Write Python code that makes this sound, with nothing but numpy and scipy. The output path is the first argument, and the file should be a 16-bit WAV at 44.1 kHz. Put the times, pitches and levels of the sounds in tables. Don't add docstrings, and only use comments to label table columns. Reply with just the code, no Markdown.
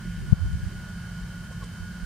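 import sys
import numpy as np
from scipy.fft import rfft, irfft, next_fast_len
from scipy.io import wavfile
from scipy.ndimage import uniform_filter1d, minimum_filter1d, map_coordinates

SR = 44100
rng = np.random.default_rng(int(sys.argv[2]) if len(sys.argv) > 2 else 0)


def put_to_file(sound):
    columns = np.atleast_2d(sound).T
    safe = np.clip(columns, -1, 1)
    whole_steps = np.round(safe * 32767)
    wavfile.write(sys.argv[1], SR, whole_steps.astype(np.int16))


N = 90404

# (time [s], width [s], frequency [Hz], envelope peak [dB])
LEFT_PUFFS = [(.4695, 0.015, 60.5, -20.5), (.505, 0.0026, 120, -20), (.538, 0.0058, 74.5, -15.5),
              (.6365, 0.0037, 118, -18), (1.232, .012, 55, -34)]
RIGHT_PUFFS = [(0.4249, 0.015, 85, -15), (0.455, 0.0047, 94, -17), (.5527, 0.0055, 101, -16.5),
               (0.67, 0.0089, 81, -20.5), (1.829, 0.015, 97, -29), (2.04, 0.0093, 55, -24)]
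# (time [s], width [s], left level [dB], right level [dB])
EDDIES = [(0.094, 0.03, -49, -38), (0.183, 0.0068, -27, -53), (0.226, 0.015, -34, -26),
          (0.304, 0.023, -28.5, -26.5), (0.511, 0.091, -33, -32), (.78, 0.034, -43.5, -39)]
# (time [s], width [s], scuff level [dB], crisp end level [dB])
RUSTLES = [(1.517, 0.0052, -49, -55.5), (1.633, 0.013, -48, -51.5)]
# (time [s], width [s], frequency [Hz], glide [Hz/s], level [dB])
HOLLOW_TONES = [(1.517, 0.0066, 520, 0.5, -52.5), (1.527, .007, 1070, 0, -55),
                (1.627, 0.0069, 1110, -6000, -48), (1.634, 0.011, 530, -8000, -51.5)]
# (time [s], width [s], level [dB])
BUMPS = [(.055, 0.0058, -47), (.255, 0.024, -50.5), (.46, 0.012, -52.5), (.71, 0.036, -51)]
TICKS = [(.458, 0.00054, -52), (.53, .002, -49)]
# (time [s], level [dB])
WHINE_ENVELOPE = [(0, -57), (.07, -48.5), (.19, -54.5), (.22, -59.5), (.3, -47.5), (.35, -60.5), (.45, -50),
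                  (.6, -53.5), (.75, -51), (1.24, -51), (1.28, -56), (1.31, -50), (1.6, -52.5), (1.69, -61),
                  (1.79, -50), (2.05, -50.5)]
# (time [s], whirr level [dB], airy band level [dB])
WHIRR_ENVELOPES = [(0, -52, -59), (.1, -56, -57), (.24, -55, -57.5), (.33, -49.5, -61.5), (.53, -56.5, -61),
                   (.67, -55, -59), (.92, -51.5, -61), (1.35, -52.5, -60.5), (1.54, -55, -61),
                   (1.66, -53, -60.5), (1.8, -53.5, -63.5), (2.05, -53, -62.5)]
# (frequency [Hz], level [dB])
MOTOR_PARTIALS = [(1076, -73), (1642.2, -62.5), (1742.5, -63.5), (1817, -74), (2183.5, -75), (2256, -75.5)]
HOUSING_MODES = [(1535, -65.5), (1620, -65)]
WHISTLE_LINES = [(2984.9, -71), (3084.8, -62), (3184.9, -74), (4527.3, -77), (4727.4, -79)]
HUM_LINES = [(49.5, -50), (101, -53), (174.3, -43)]
# (frequency [Hz], relative level [dB])
EDDY_SPECTRUM = [(15, -31), (35, -9), (60, -4), (90, -2), (135, -3), (200, -21), (300, -32.5), (700, -69),
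                 (2000, -92)]
SCUFF_SPECTRUM = [(200, -29), (480, 3), (580, -2), (780, -10), (1100, 0.5), (1400, -28), (2200, -27),
                  (4000, -23), (9000, -45.5)]
CRISP_SPECTRUM = [(2000, 2), (4500, 7), (6500, 2), (9000, 8), (11500, -22), (16000, -25)]
BUMP_SPECTRUM = [(150, -13), (290, -10), (360, -1), (430, -15), (600, -41), (2000, -54)]
WHIRR_SPECTRUM = [(300, -13), (700, -10.5), (950, -9), (1080, -7), (1250, -8.5), (1360, -4.5), (1430, 4.5),
                  (1530, 0), (1620, -7.5), (1730, -5), (1850, -17.5), (2250, -17.5), (2400, -32),
                  (3050, -12), (3350, -23.5), (4600, -17.5), (7000, -46)]
AIRY_SPECTRUM = [(1300, -30), (1850, -3), (2200, -2), (2450, -9), (2900, -5), (3400, -12), (6000, -34)]
RUMBLE_SPECTRUM = [(15, -28), (30, -11), (48, 6.5), (70, -4.5), (105, 2), (150, -2.5), (205, -2.5),
                   (240, -13.5), (272, -24), (305, -20.5), (400, -27.5), (700, -32.5), (1400, -53)]
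HISS_SPECTRUM = [(200, -5), (600, 4.5), (1500, 1), (2500, 0.5), (3600, -0.5), (4700, 3), (6500, 0.5),
                 (9300, -3), (11300, -8.5), (14500, -11.5), (16000, -24)]
SIZZLE_SPECTRUM = [(6000, -30), (8500, -3.5), (9500, 0), (11500, -19)]


def wind_thump(at_s=0.3293):
    swing = puff(at_s, width_s=0.0026, hz=112, db=4.5)
    tick = amp(-17.5) * swell(at_s + 0.00307, width_s=0.000286)
    rebound = amp(-11) * swell(at_s + 0.0099, width_s=0.0012)
    return np.array([swing - tick + rebound, np.zeros(N)])


def wind_flutter():
    strength = sum(amp([[left], [right]]) * swell(s, width) for s, width, left, right in EDDIES)
    thuds = np.array([sum(puff(*row) for row in port) for port in (LEFT_PUFFS, RIGHT_PUFFS)])
    return thuds + strength * noise(EDDY_SPECTRUM, correlation=0)


def puff(at_s, width_s, hz, db):
    return amp(db) * swell(at_s, width_s) * np.sin(2 * np.pi * hz * (at_s - clock()))


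def rustles(end_lag_s=0.0097, end_width_s=0.0062):
    scuffs = [(s, width, db) for s, width, db, _ in RUSTLES]
    ends = [(s + end_lag_s, end_width_s, db) for s, _, _, db in RUSTLES]
    hollows = sum(amp(db) * swell(s, width) * tone(hz + glide * (clock() - s), drift_hz=8.33)
                  for s, width, hz, glide, db in HOLLOW_TONES)
    return hollows + bursts(scuffs, SCUFF_SPECTRUM) + bursts(ends, CRISP_SPECTRUM)


def bumps():
    return bursts(BUMPS, BUMP_SPECTRUM)


def camera_motor(whine_hz=1452.4, drift_hz=1.062):
    whine_db, = envelopes(WHINE_ENVELOPE)
    whirr_db, airy_db = envelopes(WHIRR_ENVELOPES)
    whine = amp(whine_db - 0.5 * wobble(22.2)) * tone(whine_hz, drift_hz)
    partials = wavering_tones(MOTOR_PARTIALS, waver_db=2.5, waver_per_s=8.1, drift_hz=drift_hz)
    whirr = amp(whirr_db + 1.16 * wobble(15.16)) * noise(WHIRR_SPECTRUM, correlation=0.89)
    airy_band = amp(airy_db) * noise(AIRY_SPECTRUM, correlation=0.89)
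    housing = wavering_tones(HOUSING_MODES, waver_db=5.3, waver_per_s=11, drift_hz=22)
    return pan(-2) * (whine + partials + whirr + airy_band + housing)


def electronic_whistle():
    return pan(-2) * wavering_tones(WHISTLE_LINES, waver_db=1.46, waver_per_s=11.9, drift_hz=0.54)


def rumble():
    hum = wavering_tones(HUM_LINES, waver_db=3.2, waver_per_s=7.7, drift_hz=0.78)
    low_noise = amp(-38 + 0.13 * wobble(4.6)) * noise(RUMBLE_SPECTRUM, correlation=0.95)
    return pan(-1) * (hum + low_noise)


def microphone_hiss():
    return pan(-0.5) * amp(-53.5) * noise(HISS_SPECTRUM, correlation=0.027)


def left_sizzle():
    sizzle = amp(-63.5) * noise(SIZZLE_SPECTRUM, correlation=0)
    return [[1], [0]] * (sizzle + bursts(TICKS, CRISP_SPECTRUM))


def bursts(events, spectrum):
    envelope = sum(amp(db) * swell(s, width) for s, width, db in events)
    return envelope * noise(spectrum, correlation=0.95)


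def wavering_tones(lines, waver_db, waver_per_s, drift_hz):
    return sum(amp(db + waver_db * wobble(waver_per_s)) * tone(hz, drift_hz) for hz, db in lines)


def tone(hz, drift_hz):
    cycles = np.cumsum(hz + drift_hz * wobble(14)) / SR + rng.random()
    return np.sqrt(2) * np.sin(2 * np.pi * cycles)


def noise(spectrum, correlation):
    knots_hz, db = np.transpose(spectrum)
    white = rng.standard_normal((2, N))
    mid, side = filtered(white, lambda hz: amp(np.interp(np.log(hz + 1), np.log(knots_hz + 1), db)))
    angle = np.arccos(correlation) / 2
    mid, side = np.cos(angle) * mid, np.sin(angle) * side
    stereo = np.array([mid + side, mid - side])
    return stereo / np.sqrt(np.mean(stereo ** 2) + 1e-20)


def filtered(x, response):
    size = next_fast_len(N + SR // 2)
    return irfft(rfft(x, size) * response(np.fft.rfftfreq(size, 1 / SR)), size)[..., :N]


def swell(at_s, width_s):
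    return np.exp(-((clock() - at_s) / width_s) ** 2 / 2)


def wobble(knots_per_s):
    return map_coordinates(rng.standard_normal(512), [clock() * knots_per_s], mode="wrap")


def envelopes(rows):
    times, *columns = np.transpose(rows)
    return [np.interp(clock(), times, column) for column in columns]


def pan(left_minus_right_db):
    return amp([[left_minus_right_db / 2], [-left_minus_right_db / 2]])


def amp(db):
    return 10 ** (np.asarray(db) / 20)


def clock():
    return np.arange(N) / SR


def scene():
    background = rumble() + camera_motor() + electronic_whistle() + microphone_hiss() + left_sizzle()
    return background + wind_thump() + wind_flutter() + rustles() + bumps()


def record(dry):
    ceiling_db, release_db_per_s, cutoff_hz = -0.45, 16, 15700
    peak_db = 20 * np.log10(np.abs(dry).max(axis=0) + 1e-9)
    excess_db = np.maximum(peak_db - ceiling_db, 0)
    recovery_db = release_db_per_s * clock()
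    duck_db = np.maximum.accumulate(excess_db + recovery_db) - recovery_db
    held_gain = minimum_filter1d(amp(-duck_db), size=129)
    smooth_gain = uniform_filter1d(held_gain, size=129)
    return filtered(dry * smooth_gain, lambda hz: hz < cutoff_hz)


dry = scene()
out = record(dry)
put_to_file(out)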